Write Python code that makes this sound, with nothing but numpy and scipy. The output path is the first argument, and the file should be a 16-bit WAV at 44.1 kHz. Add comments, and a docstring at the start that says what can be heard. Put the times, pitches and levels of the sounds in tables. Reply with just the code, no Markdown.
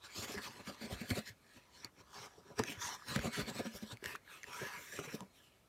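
"""Quiet room: cotton-gloved hands work a small cardboard box close to one microphone.
Short rubbing strokes are shaped noise: card and cavity resonances, crackling fibre hiss, drumming panels.
Fingertip knocks and whole-box thumps are decaying sines; snapping edges are brief rings with noise cracks.
A short noise-tail echo and a steady shaped-noise floor surround them."""
import sys
import numpy as np
from scipy import signal
from scipy.fft import rfft, irfft, next_fast_len
from scipy.io import wavfile
from scipy.ndimage import uniform_filter1d, map_coordinates

SR = 44100
rng = np.random.default_rng(int(sys.argv[2]) if len(sys.argv) > 2 else 0)


def wav_record(signal):
    """Record a signal, one row per channel, as 16-bit PCM in the file named by sys.argv[1]."""
    frames = np.transpose(np.atleast_2d(signal))
    bounded = np.clip(frames, -1, 1)
    # unit amplitude maps onto the largest positive 16-bit level
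    quanta = np.round(bounded * 32767).astype(np.int16)
    wavfile.write(sys.argv[1], SR, quanta)


def voltage_ratio(decibels):
    """Convert decibels (scalar or array-like) to amplitude ratios, 20 dB per decade."""
    exponent = np.asarray(decibels, float) / 20
    return 10 ** exponent


N = 250488

# glove strokes: full_pressure_start_s, held_s, rub_db, hiss_over_rub_db, drum_db
STROKES = [(0.042, 0.025, -57, 0.5, -64), (0.163, 0.049, -56.5, 9, -51), (0.23, 0.018, -49, 2.5, -49.5),
           (.285, 0.068, -52, 0, -50.5), (0.382, 0.0023, -45.5, -6.5, -44.5), (0.433, 0.045, -51, 1, -54.5),
           (.5, 0.08, -62, -1, -61.5), (0.599, 0.011, -56, -8, -53.5), (0.673, 0.027, -52.5, -0.5, -53),
           (.72, 0.027, -65, 3.5, -63.5), (0.818, 0.042, -55, 2, -48.5), (.915, 0.033, -56.5, 4.5, -48),
           (.965, 0.099, -58.5, -4.5, -59), (1.014, 0.0019, -51.5, -0.5, -43.5),
           (1.107, 0.0011, -43.5, 1, -38), (1.159, 0.03, -49.5, 2, -44), (1.27, 0.023, -52, -1.5, -60),
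           (1.57, 0.0064, -64.5, 0, -58), (1.756, 0.081, -67, 5, -68.5), (1.846, 0.0096, -54.5, -11, -58.5),
           (1.995, 0.016, -63, -3, -60), (2.151, 0.11, -54.5, -2, -59), (2.386, 0.011, -82, 8, -58),
           (2.471, 0.055, -66, -5, -58), (2.594, 0.0029, -42.5, -3.5, -36), (2.63, .17, -57, -8, -56),
           (2.674, 0.054, -49, -4.5, -70), (2.818, 0.061, -47.5, 3, -60), (2.886, 0.064, -50.5, 0.5, -60),
           (3.087, 0.072, -48.5, 1, -53.5), (3.16, .002, -42.5, -4, -41), (3.175, 0.021, -56.5, -1, -43),
           (3.215, 0.021, -50.5, -5.5, -54), (3.246, 0.029, -48, -1, -38.5), (3.337, 0.074, -46, -1, -57),
           (3.387, 0.033, -50.5, -1, -41.5), (3.486, 0.012, -49, 0.5, -42), (3.555, 0.031, -54.5, 1, -53),
           (3.59, 0.011, -48, -2, -41.5), (3.658, 0.012, -51.5, -2.5, -45.5), (3.758, 0.016, -59.5, 7, -50),
           (3.828, 0.0053, -59, 2, -45.5), (3.875, .03, -74.5, 14.5, -80), (3.916, 0.0086, -53.5, 2.5, -50),
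           (4.05, 0.082, -49, -7, -56.5), (4.149, 0.0057, -54, -9, -54.5), (4.31, 0.064, -58, -5.5, -79),
           (4.476, 0.035, -56, -7.5, -59.5), (4.532, 0.15, -49, -5.5, -62),
           (4.62, 0.017, -47.5, -16, -44.5), (4.66, 0.1, -52.5, -9.5, -66), (4.73, 0.049, -51, -13, -58.5),
           (4.79, 0.14, -58, 0, -64.5), (4.929, 0.047, -51, -3, -58), (4.994, 0.0029, -49, -2.5, -43.5),
           (5.038, 0.02, -51.5, -3.5, -53.5), (5.09, 0.028, -52.5, -10, -62),
           (5.148, 0.0026, -58, 8.5, -48), (5.21, 0.021, -68.5, -11, -55.5), (5.36, .12, -75.5, 7, -92)]
# box panel modes: pitch_hz, relative_level_db, t60_s
PANELS = [(70, -7, 0.042), (134, -1.5, 0.028), (226, -2, 0.039), (290, 0.5, 0.11), (400, -0.5, 0.045),
          (523, -3, 0.025), (590, -1.5, 0.041), (731, -10, 0.026)]


def unit(x):
    """Scale to unit rms."""
    return x / np.sqrt(np.mean(x ** 2) + 1e-20)


def along(points, hz):
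    """Interpolate (hz, value) points on a log frequency axis."""
    f, v = np.transpose(points)
    return np.interp(np.log(hz + 1), np.log(f + 1), v)


def filtered(x, response):
    """Multiply the spectrum of x by a complex response of frequency."""
    m = next_fast_len(N + 8192)
    return irfft(rfft(x, m) * response(np.fft.rfftfreq(m, 1 / SR)), m)[:N]


def resonance(f, hz, width_hz):
    """Second-order bandpass response with unit gain at hz."""
    return 1j * f * width_hz / (hz * hz - f * f + 1j * f * width_hz)


def strokes():
    """Glove scrapes card: friction noise excites card and inner air, hisses in the fibres and drums the panels."""
    # grip: start_s, panel_hz, card_hz, hiss_hz, top_edge_tilt_db, hollow_over_rub_db
    grip = [(0, 400, 1680, 3600, -12, -6), (.2, 298, 1700, 5000, 1, -34), (.72, 255, 1380, 4300, -4.5, -13),
            (1.3, 232, 2350, 4400, 4.5, -33), (1.75, 334, 1390, 4400, -9, -3.5),
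            (1.84, 266, 1460, 5550, -6, -14), (2.1, 400, 1080, 4970, -7, -35),
            (2.55, 400, 1080, 5740, -9, -1), (2.72, 290, 2220, 5350, 3, -25),
            (2.84, 400, 1130, 5470, -4.5, -7), (2.971, 400, 1180, 5530, 0, -7.5),
            (3.1, 240, 1600, 4470, -1.5, -28.5), (3.6, 248, 1950, 4400, -1.5, -12),
            (3.8, 225, 2150, 5740, 1, -18), (3.9, 230, 1570, 3870, -6, -11),
            (4.05, 400, 1650, 5200, 5, -19), (4.35, 396, 2250, 3430, 3.5, -45),
            (4.52, 430, 1930, 5500, -1, -10.5), (4.8, 417, 1910, 6100, 7, -8.5),
            (5.05, 358, 2190, 5900, 1, -56), (5.22, 194, 1170, 5000, 4, 6.5),
            (5.45, 215, 2870, 2870, 0, -22)]
    # card resonances: centre_hz, width_hz, gain_over_rub_db
    card_modes = [(1185, 260, -8.5), (1705, 99, 1), (2190, 28, -1), (2480, 400, 1.5)]
    # rub spectrum: frequency_hz, relative_density_db
    rub_spectrum = [(500, -3), (800, 4.5), (1500, 2), (3000, -1.5), (4000, -4.5)]
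    # hiss spectrum: frequency_hz, relative_density_db
    hiss_spectrum = [(1760, -43), (3000, -4), (3970, -7), (4340, -7), (4880, -13), (5590, -7.5),
                     (9410, -11), (10400, -17), (11300, -13), (14500, -14.5), (15400, -21)]
    rub_db, hiss_over_rub_db, drum_db = np.transpose(STROKES)[2:]
    grip_s, panel_hz, card_hz, hiss_hz, edge_db, hollow_db = np.transpose(grip)

    def near(centre_hz, gain_db, q):
        """Spectral gain peaking at a centre that follows the grip."""
        def favour(f, t):
            centre = np.interp(t, grip_s, centre_hz)
            return 1 + voltage_ratio(gain_db) * abs(resonance(f, centre, centre / q)) ** 2
        return favour

    def card(f):
        modes = sum(voltage_ratio(db) * abs(resonance(f, hz, width)) ** 2 for hz, width, db in card_modes)
        return voltage_ratio(along(rub_spectrum, f)) * (1 + modes)

    force = fibres(rough_db=1.5, rate_hz=480)
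    rub = patches(filtered(force, card), near(card_hz, 27, 0.74), patchy_db=4.0)
    hollow = unit(filtered(force, lambda f: resonance(f, 974.0, 102) ** 2))  # air inside the box

    rasp = near(hiss_hz, 6, 5)

    def bright(f, t):
        octaves_up = np.clip(np.log2((f + 1) / 6000), 0, 1)
        return rasp(f, t) * voltage_ratio(np.interp(t, grip_s, edge_db) * octaves_up)

    grains = crackle() * fibres(rough_db=-0.5, rate_hz=820)
    hiss = patches(filtered(grains, lambda f: voltage_ratio(along(hiss_spectrum, f))), bright, patchy_db=4.0)

    def panel_ring(f):
        modes = 0
        for k, (hz, db, t60_s) in enumerate(PANELS):
            width_hz = 3 * np.log(10) / np.pi / t60_s
            modes = modes + (-1) ** k * voltage_ratio(db) * resonance(f, hz, width_hz)
        return modes

    drum = filtered(fibres(rough_db=4, rate_hz=59), panel_ring)
    drum = patches(drum, near(panel_hz, 6.0, 7.8), patchy_db=2.0)

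    body = rub + voltage_ratio(np.interp(np.arange(N) / SR, grip_s, hollow_db)) * hollow
    # steeper: (rise, fall) slopes relative to those of the rub
    return (level(rub_db, steeper=(1, 1), creep_over_rub_db=0) * body
            + level(rub_db + hiss_over_rub_db, steeper=(0.82, 1.7), creep_over_rub_db=-3.5) * hiss
            + level(drum_db, steeper=(1.45, 1.08), creep_over_rub_db=-9) * drum)


def fibres(rough_db, rate_hz):
    """Friction force: noise whose size varies at random as fibres catch, rate_hz knots a second."""
    knots = rng.standard_normal(N // 8)
    catch = map_coordinates(knots, [np.arange(N) * rate_hz / SR])
    return unit(rng.standard_normal(N) * voltage_ratio(rough_db * catch))


def crackle():
    """Gain on the friction force: 1 plus sparse random one-millisecond bursts."""
    bursts_per_s, least_db, spread_db = 30, 1, 3
    burst_db = least_db + spread_db * rng.exponential(size=N).clip(0, 2)
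    starts = (rng.random(N) < bursts_per_s / SR) * voltage_ratio(burst_db)
    return 1 + signal.fftconvolve(starts, np.hanning(SR // 900))[:N]


def patches(x, favour, patchy_db):
    """Wandering contact spot: a moving favoured region, and random bands that swell and fade."""
    hz, t, z = signal.stft(x, SR, nperseg=1024, noverlap=768)
    field = uniform_filter1d(rng.standard_normal(z.shape), size=9, axis=0)
    field = uniform_filter1d(field, size=11, axis=1)
    shape = favour(hz[:, None], t) * voltage_ratio(patchy_db * unit(field))
    shape /= np.sqrt(np.mean(abs(z) ** 2, 1) @ shape ** 2)  # colour moves, loudness stays
    return unit(signal.istft(z * shape, SR, nperseg=1024, noverlap=768)[1][:N])


def pressure(steeper):
    """Stroke envelopes in dB re peak, 1 ms steps: rise, slow sag, fall; harder strokes rise faster."""
    rise_db_per_s, sag_db_per_s, fall_db_per_s = 460, 10.5, 482  # rise of a usual rub
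    usual_rub_db, rise_doubling_db = -60, 21.5
    start_s, held_s, rub_db = np.transpose(STROKES)[:3, :, None]
    t = np.arange(0, N / SR, .001) - start_s
    rise = rise_db_per_s * 2 ** ((rub_db - usual_rub_db) / rise_doubling_db)
    before = steeper[0] * rise * np.minimum(t, 0)
    during = -sag_db_per_s * np.clip(t, 0, held_s)
    after = -steeper[1] * fall_db_per_s * np.maximum(t - held_s, 0)
    return before + during + after


def level(peak_db, steeper, creep_over_rub_db):
    """Gain per sample: powers of all strokes and of the creeping gloves add."""
    # gloves resting and creeping between strokes: time_s, rub_db
    creep = [(0, -90), (.1, -60), (.6, -66.5), (1.2, -58), (1.34, -82), (1.53, -67), (1.74, -76.5),
             (1.92, -95), (2.11, -65), (2.34, -68.5), (2.56, -81), (2.97, -63), (3.45, -57), (3.75, -62),
             (4.0, -75), (4.22, -78), (4.3, -60.5), (4.42, -66.5), (5.19, -63), (5.3, -81), (5.55, -75),
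             (5.68, -87)]
    power = np.sum(voltage_ratio(peak_db[:, None] + pressure(steeper)) ** 2, axis=0)
    step_s = np.arange(len(power)) * .001
    creep_s, creep_db = np.transpose(creep)
    gain = np.sqrt(power + voltage_ratio(np.interp(step_s, creep_s, creep_db) + creep_over_rub_db) ** 2)
    return np.interp(np.arange(N) / SR, step_s, gain)


def knocks():
    """Soft fingertip: a decaying sine plus panel modes, strongest nearest its pitch."""
    # fingertip knocks: start_s, level_db, pitch_hz, t60_s
    knock_table = [(.344, -36.5, 401, 0.091), (.363, -42.5, 201, 0.14), (.675, -43.5, 196, 0.1),
                   (.813, -43.5, 229, 0.17), (.84, -39, 224, .1), (.919, -37.5, 186, 0.082),
                   (1.013, -36, 229, 0.083), (1.107, -29.5, 258, 0.083), (1.181, -36, 217.5, 0.11),
                   (1.562, -50.5, 244, 0.056), (1.846, -40, 242, 0.02), (2.379, -49.5, 400, 0.1),
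                   (2.596, -24.5, 439, 0.053), (2.599, -21.5, 255, 0.026), (2.696, -40.5, 278, 0.075),
                   (3.162, -21, 206, 0.041), (3.187, -41, 231, 0.096), (3.259, -41, 290, 0.03),
                   (3.275, -32, 226, 0.087), (3.392, -32, 223, 0.026), (3.477, -39, 564, 0.033),
                   (3.663, -36, 224, 0.15), (3.824, -40.5, 216.5, 0.16), (3.923, -46, 226, 0.056),
                   (4.026, -35.5, 379, 0.029), (4.616, -32.5, 426, 0.045), (4.991, -30.5, 418, 0.019),
                   (5.074, -44, 466, 0.11), (5.142, -37, 438, 0.048), (5.142, -35.5, 216, 0.066),
                   (5.211, -45, 190, 0.14)]
    out, t = np.zeros(N + SR), np.arange(SR // 5) / SR
    luck = rng.standard_normal((len(knock_table), len(PANELS)))
    for (start_s, level_db, pitch_hz, knock_t60_s), chances in zip(knock_table, luck):
        ring = voltage_ratio(-60 * t / knock_t60_s) * np.sin(2 * np.pi * pitch_hz * t)
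        for (hz, db, t60_s), chance in zip(PANELS, chances):
            distance_octaves = abs(np.log2(hz / pitch_hz))
            mode_db = db - 17.5 - 4.5 * distance_octaves + 1.8 * chance
            ring = ring + voltage_ratio(mode_db - 60 * t / t60_s) * np.sin(2 * np.pi * hz * t)
        attack = 1 - np.exp(-t / 0.0015)
        out[round(start_s * SR):][:len(t)] += voltage_ratio(level_db) * ring * attack
    return out[:N]


def shoves():
    """Box shoved or set down as one piece: a low, soft, decaying sine thump."""
    # shoves: start_s, level_db, thump_hz
    shove_table = [(0.188, -39, 111), (0.361, -38, 72.7), (0.92, -28.5, 85), (.947, -32, 61.5),
                   (1.11, -22, 95), (1.182, -45, 133), (1.298, -42, 106), (1.562, -53, 94),
                   (1.847, -47.5, 126), (1.997, -51, 99), (2.2, -48, 115), (2.378, -59, 90),
                   (2.598, -30.5, 122), (2.694, -46.5, 153), (2.773, -38, 96), (2.841, -43.5, 91),
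                   (3.162, -26, 145), (3.187, -26.5, 59.5), (3.39, -35.5, 140), (3.419, -31, 56.5),
                   (3.477, -53, 70), (3.744, -41, 51.1), (3.924, -35, 114), (4.06, -40.5, 85),
                   (4.617, -46, 134), (4.991, -37.5, 154), (5.072, -39.5, 149), (5.14, -39, 150),
                   (5.211, -45, 136)]
    attack_s, t60_s = 0.0059, 0.075
    out, t = np.zeros(N + SR), np.arange(SR // 5) / SR
    attack = 1 - np.exp(-t / attack_s)
    for start_s, level_db, thump_hz in shove_table:
        thump = voltage_ratio(level_db - 60 * t / t60_s) * np.sin(2 * np.pi * thump_hz * t)
        out[round(start_s * SR):][:len(t)] += thump * attack
    return out[:N]


def snaps():
    """Edge snapping free: a burst of a few milliseconds, broad noise crack plus stiff ring."""
    # snaps, levels ahead of the output filter: start_s, level_db, pitch_hz, crack_over_ring_db
    snap_table = [(0.378, -35, 1850, -13), (1.1038, -39, 3230, 6), (1.113, -35, 1800, -20),
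                  (1.2702, -40, 1730, -14), (1.8462, -33.5, 4500, -1), (2.131, -44, 1240, -8),
                  (2.581, -46, 1150, -5), (2.592, -34.5, 5950, 6), (2.5967, -19.5, 830, -21),
                  (2.6365, -32.5, 1650, 1.5), (2.649, -48, 1320, -2), (3.022, -38.5, 1160, -21),
                  (3.1614, -39, 2190, 7), (3.1605, -27, 1530, -6), (3.1914, -29.5, 1570, -5),
                  (3.4097, -32, 1450, -12), (3.9709, -46.5, 2210, -3), (4.0411, -36.5, 1720, 1.5),
                  (4.0585, -30.5, 1740, -1.5), (4.1518, -28.5, 1200, -18), (4.1573, -34, 1500, -5),
                  (4.277, -45.5, 1670, -20), (4.432, -38, 2150, -6), (4.432, -42, 6200, -13),
                  (4.441, -34.5, 1820, -10), (4.9897, -31.5, 1330, -15), (5.206, -35, 880, -5.5)]
    out, t = np.zeros(N + SR), np.arange(SR // 60) / SR
    noise = rng.standard_normal((len(snap_table), len(t)))

    def burst(rise_s):
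        return t / rise_s * np.exp(1 - t / rise_s)

    for (start_s, level_db, pitch_hz, crack_db), grain in zip(snap_table, noise):
        ring = burst(.0008) * np.sin(2 * np.pi * pitch_hz * t)
        crack = voltage_ratio(crack_db) * burst(.0006) * grain
        out[round(start_s * SR):][:len(t)] += voltage_ratio(level_db) * (ring + crack)
    return filtered(out[:N], lambda f: resonance(f, 4050, 7600) / (1 + 1j * f / 7000))


def echo(x):
    """Table and near walls: convolution with a short decaying noise tail of unit energy."""
    t60_s = 0.071
    t = np.arange(SR // 4) / SR
    tail = rng.standard_normal(len(t)) * voltage_ratio(-60 * t / t60_s)
    return signal.fftconvolve(x, tail / np.linalg.norm(tail))[:N]


def room():
    """Still air and microphone hiss: steady shaped noise."""
    # floor spectrum: frequency_hz, relative_density_db
    floor_spectrum = [(26, -25), (45, 6), (492, -6.5), (584, -5.5), (864, -10), (1100, -13), (1310, -8),
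                      (1440, -16.5), (13300, -24.5), (15400, -30)]
    rms_db = -69.5
    noise = filtered(rng.standard_normal(N), lambda f: voltage_ratio(along(floor_spectrum, f)))
    return voltage_ratio(rms_db) * unit(noise)


def scene():
    """Box, its echo and the room floor, alike in two channels."""
    box = strokes() + knocks() + shoves() + snaps()
    walls = voltage_ratio(-15) * echo(box)
    return np.tile(box + walls + room(), (2, 1))


def band_limit(x):
    """A steep low-pass at the top of the band."""
    return signal.sosfilt(signal.butter(12, 15480, fs=SR, output="sos"), x)


def record(dry):
    """One microphone, deaf to the deepest bass (four 30 Hz high-pass poles), feeds both channels."""
    heard = filtered(dry[0], lambda f: (1j * f / (1j * f + 30)) ** 4)
    return band_limit(np.tile(heard, (2, 1)))


dry = scene()
out = record(dry)
wav_record(out)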